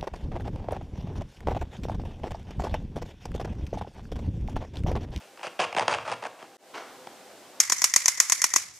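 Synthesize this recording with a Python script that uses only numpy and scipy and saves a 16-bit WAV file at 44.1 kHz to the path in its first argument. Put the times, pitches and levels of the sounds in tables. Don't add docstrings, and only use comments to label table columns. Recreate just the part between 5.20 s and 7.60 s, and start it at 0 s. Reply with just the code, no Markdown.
import sys
import numpy as np
from scipy import signal
from scipy.fft import rfft, irfft, next_fast_len
from scipy.io import wavfile
from scipy.ndimage import uniform_filter1d

SR = 44100
rng = np.random.default_rng(int(sys.argv[2]) if len(sys.argv) > 2 else 0)


def boost(x):
    u = np.asarray(x, float) / 20
    return 10 ** u


def unload_audio(sound):
    columns = np.transpose(np.atleast_2d(sound))
    steps = np.round(np.clip(columns, -1, 1) * 32767)
    wavfile.write(sys.argv[1], SR, steps.astype(np.int16))


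N = 105840
CUT_S = 1.369


def unit(x):
    return x / np.sqrt(np.mean(x ** 2) + 1e-20)


def high_pass(x, order, hz):
    return signal.sosfilt(signal.butter(order, hz, "high", fs=SR, output="sos"), x)


def drift(rate_hz):
    settle = 9000
    r = np.exp(-2 * np.pi * rate_hz / SR)
    noise = rng.standard_normal(N + settle)
    return unit(signal.lfilter([1], [1, -2 * r, r * r], noise)[settle:])


def resonance(x, hz, width_hz):
    r = np.exp(-np.pi * max(width_hz, 4) / SR)
    poles = [1, -2 * r * np.cos(2 * np.pi * hz / SR), r * r]
    return signal.lfilter([(1 - r * r) / 2, 0, (r * r - 1) / 2], poles, x + 1e-18)


def coloured(spectrum, patchy_db):
    out = 0
    edges = 35 * 2 ** np.arange(0, 9.1, .5)
    white = rng.standard_normal((2, N))
    hz, db = np.transpose(spectrum)
    for k, (low, high) in enumerate(zip(edges, edges[1:])):
        band_pass = signal.butter(2, [low, high], "band", fs=SR, output="sos")
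        band = signal.sosfilt(band_pass, white[k % 2])
        level_db = np.interp(np.log(low * high) / 2, np.log(hz), db)
        flicker_db = patchy_db * drift(12.8) * (low < 1500)
        out = out + band * boost(level_db + flicker_db)
    return unit(out)


# frequency in Hz, level in dB per Hz.
TONE = [(24, -64), (40, -29), (342, -4.5), (369, -3), (462, -7), (781, -1.5), (841, -9.5), (7960, -20),
        (15600, -34)]
# frequency in Hz, level in dB per Hz.
HISS = [(24, -49), (40, -17), (218, -5), (318, -7), (537, -7), (1110, -13), (6200, -8), (15600, -11.5)]
# frequency in Hz, width in Hz, level in dB.
HUMS = [(510, 4.7, -62), (794, 4.4, -63), (384.4, 9, -64)]


def room_tone():
    hiss_db = -59.5
    mid = boost(-51) * coloured(TONE, patchy_db=1.4)
    mid = mid + boost(hiss_db - 7) * coloured(HISS, patchy_db=5.5)
    for hz, width_hz, db in HUMS:
        mid = mid + boost(db) * unit(resonance(rng.standard_normal(N), hz, width_hz))
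    side = boost(hiss_db) * coloured(HISS, patchy_db=3.5)
    return np.array([mid, side])


# start in seconds, length in seconds, level in dB,
# change over the stroke in dB, brightness in dB.
STROKES = [(0, 0.087, -55.5, -10, 10.5), (0.18, .055, -49, 5, 2), (0.229, 0.035, -32, -1, 7),
           (0.267, .016, -32, -10.5, 6), (0.39, 0.06, -23, 0, 2), (0.564, 0.069, -26, -5, -6),
           (0.678, 0.076, -24.5, -0.5, -1.5), (0.758, 0.074, -40.5, -4, 0), (0.848, 0.026, -33.5, 8, -13),
           (0.878, 0.063, -29.5, 1, -3), (1.022, .048, -33.5, 4.5, -12), (1.188, 0.075, -46.5, -6.5, 0.5)]


def crackle():
    t = np.arange(N) / SR
    attack_s, release_s = 0.0018, 0.003
    push = np.zeros((3, N))
    for start, length, db, change_db, bright_db in STROKES:
        rise = np.clip((t - start) / attack_s, 0, 1)
        fall = np.exp(-np.clip(t - start - length, 0, 1) / release_s)
        progress = np.clip((t - start) / length, 0, 1)
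        level = rise * fall * boost(db + change_db * (progress - .5))
        push = push + level * boost([[0], [0.63 * bright_db], [bright_db]])

    spread_db = 2.5 * np.minimum(rng.exponential(1, (2, N)), 4)
    sizes = boost(spread_db) * rng.choice([-1, 1], (2, N))
    clumps = boost(2.5 * drift(134))
    coarse = unit(sizes[0] * clumps * (rng.random(N) < 4000 / SR))
    fine = unit(sizes[1] * (rng.random(N) < 9000 / SR))
    fine_share = 0.54
    mixed = (1 - fine_share) * coarse + fine_share * fine
    return push * [coarse, mixed, mixed]


# frequency in Hz, width in Hz, level in dB.
HEAD_LOW = [(478, 72, -6.5), (580, 165, -1.5), (837, 278, 1), (1150, 273, 0), (1540, 660, -3)]
HEAD_HIGH = [(2214, 410, -9.5), (2705, 310, -3.5), (3253, 290, -11)]
HEAD_TOP = [(4620, 520, -16.5), (6400, 1700, -16), (7700, 1500, -23.5), (9400, 1300, -22)]


def head(cracks, ribs):
    out = 0
    for crack, rib, modes in zip(cracks, ribs, (HEAD_LOW, HEAD_HIGH, HEAD_TOP)):
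        for k, (hz, width_hz, db) in enumerate(modes):
            patches = boost(2 * drift(55))
            clicks = crack * patches * rng.uniform(0.068, 1.87, N)
            clicks = clicks + rib * (1 + 0.33 * rng.uniform(-1.67, 1, N))
            evened = np.sqrt(SR / 20 / max(width_hz, 4))
            out = out + (-1) ** k * boost(db) * resonance(clicks, hz, width_hz) * evened
    out = high_pass(out, 3, 425)
    return signal.sosfilt(signal.cheby2(10, 40, 10220 * 1.056, fs=SR, output="sos"), out)


def kitchen(x):
    t60_s, wall_cut_hz = 0.52, 11600
    size = next_fast_len(N + SR)
    z = np.exp(-2j * np.pi * np.arange(size // 2 + 1) / size)
    dull = np.exp(-2 * np.pi * wall_cut_hz / SR)
    wall = (1 - dull) / (1 - dull * z)
    spectrum = rfft(x, size)
    out = []
    for lags in (rng.uniform(.011, .043, (2, 12)) * SR).astype(int):
        h = 0
        for k, lag in enumerate(lags[:10]):
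            loop = boost(-60 * lag / SR / t60_s) * wall * z ** lag
            h = h + (-1) ** k * loop / (1 - loop) / 3
        for lag in lags[10:] // 8:
            h = h * (z ** lag - .6) / (1 - 0.68 * z ** lag)
        out.append(irfft(spectrum * h, size)[:N])
    return out


# time in seconds, peak level in dB, 2-4 kHz level in dB, top level in dB.
SNAPS = [(0.174, -36, 10, 3), (0.193, -34, 1, -2), (0.212, -34, 0, -8), (0.231, -25.5, -3, 4),
         (0.392, -22, 10, -14), (0.439, -23, 6, -3), (0.527, -21.5, 3, 0.5), (0.548, -22.5, 5, 3),
         (0.568, -16, -0.5, -16), (0.576, -15, -1, -12), (0.583, -10, 1.5, -11), (0.595, -9, 1.5, 1.5),
         (0.609, -17.5, -0.5, 0), (0.625, -23, -1, -8), (0.68, -9, 3.5, 6), (0.713, -20.5, -2, 10),
         (0.739, -19, 10, -2), (0.785, -21.5, 2, -12), (0.852, -27.5, -7, -13), (0.877, -20, -3, -10),
         (0.916, -16, -6, 5), (0.924, -18, -3, -2), (1.027, -23.5, -3, -18), (1.038, -22.5, -3, -15),
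         (1.052, -20.5, -1, -8), (1.226, -31.5, 1, 2), (1.871, -27.5, 1.5, -0.5)]


def snaps():
    out = np.zeros((3, N))
    run = np.arange(6)
    split_s = .0006
    for start, db, high_db, top_db in SNAPS:
        gaps = rng.uniform(.5, 1.5, len(run))
        at = ((start + split_s * (np.cumsum(gaps) - gaps[0])) * SR).astype(int)
        level_db = db - 5.5 + np.array([[0], [high_db], [top_db]])
        loss_db = 3.5 * abs(run - 1)
        out[:, at] += boost(level_db - loss_db) * 10 * (-1.) ** run
    return out


# time in seconds, level in dB.
PUSHES = [(0.273, -45), (0.393, -32), (.44, -39), (0.551, -34), (.57, -28.5), (0.611, -35), (.682, -31),
          (0.739, -41.5), (0.899, -48), (1.032, -41.5), (1.229, -45), (1.546, -43), (1.87, -42.5)]
# frequency in Hz, level in dB, 60 dB decay time in seconds.
BOARD = [(169.5, -9.5, 0.04), (242, -7.5, 0.058), (348.6, -4.5, 0.047), (410, -3.5, 0.039)]


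def board(crackle):
    out = np.zeros(N)
    start, db = np.transpose(PUSHES)
    for hz, level_db, t60 in BOARD:
        clicks = boost(level_db - 40.5) * crackle
        clicks[(start * SR).astype(int)] += boost(db + level_db + rng.normal(0, 1.77, len(start)))
        r = boost(-60 / (max(t60, .01) * SR))
        w = 2 * np.pi * hz / SR
        out += signal.lfilter([0, np.sin(w)], [1, -2 * r * np.cos(w), r * r], clicks + 1e-18)
    return high_pass(out, 4, 154)


# start in seconds, frequency in Hz, level in dB, swell in seconds.
BOOMS = [
    (.41, 97.5, -57, 0.077),
    (.58, 99.5, -50.5, 0.024),
    (0.691, 97.2, -49, 0.04),
    (0.599, 128.2, -51, 0.067),
    (0.858, 126.5, -56.5, 0.045),
    (1.029, 120, -66, 0.031),
]


def counter():
    out, t = np.zeros(N), np.arange(N) / SR
    for start, hz, db, swell in BOOMS:
        age = np.clip(t - start, 0, 9) / swell
        envelope = np.e * age * np.exp(-age)
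        phase = 2 * np.pi * hz * (t - start) + 1.3 * drift(8.4)
        out += boost(db + 4 * drift(14)) * envelope * np.sin(phase)
    return out


# frequency in Hz, level in dB per Hz.
RUSTLE = [(88, -54), (150, -25), (495, -2.5), (883, -5.5), (1130, 0), (1730, -10.5), (5950, -23.5),
          (15000, -59)]


def turning():
    rise_s, hold_s, fall_s, tail_s = 0.0078, 0.035, 0.028, 0.15
    age = np.arange(N) / SR - 1.535
    after = np.clip(age - rise_s - hold_s, 0, 9)
    decay = np.exp(-after / fall_s) + boost(-5.5) * np.exp(-after / tail_s)
    shape = np.clip(age / rise_s, 0, 1) ** 2 * decay
    grain = boost(-40 + 1.5 * drift(200))
    return grain * shape * coloured(RUSTLE, patchy_db=1.4)


def sinking(floor, near):
    t = np.arange(N) / SR
    loud_db = 10 * np.log10(uniform_filter1d(near ** 2, size=900) + 1e-12)
    over_db = 0.39 * np.clip(loud_db + 30.5, 0, 60)
    recovery_db = 4.5 * t
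    duck_db = recovery_db - np.maximum.accumulate(over_db + recovery_db)
    before_db = np.where(t < CUT_S + .01, [[-3], [-6]], 0)
    floor = floor * boost(duck_db) * boost(before_db)
    treble = signal.sosfiltfilt(signal.butter(8, 10400, "high", fs=SR, output="sos"), floor)
    treble_loss_db = 1.9 * np.clip(loud_db + duck_db + 28, 0, 60)
    return floor - treble * (1 - boost(-treble_loss_db))


def scene():
    cracks = crackle()
    near = head(cracks, snaps()) + board(cracks[0]) + counter() + turning()
    tail, tail_side = kitchen(near)
    floor = sinking(room_tone(), near)
    room_db = -11
    mid = near + boost(room_db) * tail + floor[0]
    side = boost(room_db - 40.5) * tail_side + floor[1]
    return np.array([mid + side, mid - side])


def roll_off(x):
    return signal.sosfilt(signal.butter(12, 15770, fs=SR, output="sos"), x)


def record(dry):
    t = np.arange(N) / SR
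    fall_s, fade_s = 0.00083, 0.077
    stop = np.clip((CUT_S + fall_s - t) / fall_s, 0, 1)
    fade_in = (1 - np.exp(-np.clip(t - CUT_S, 0, 9) / fade_s)) ** 1.38
    heard = high_pass(dry, 4, 83)
    heard = signal.sosfilt(signal.cheby2(16, 60, 15760 * 1.014, fs=SR, output="sos"), heard)
    return roll_off(heard * (stop + fade_in))


dry = scene()
out = record(dry)
unload_audio(out)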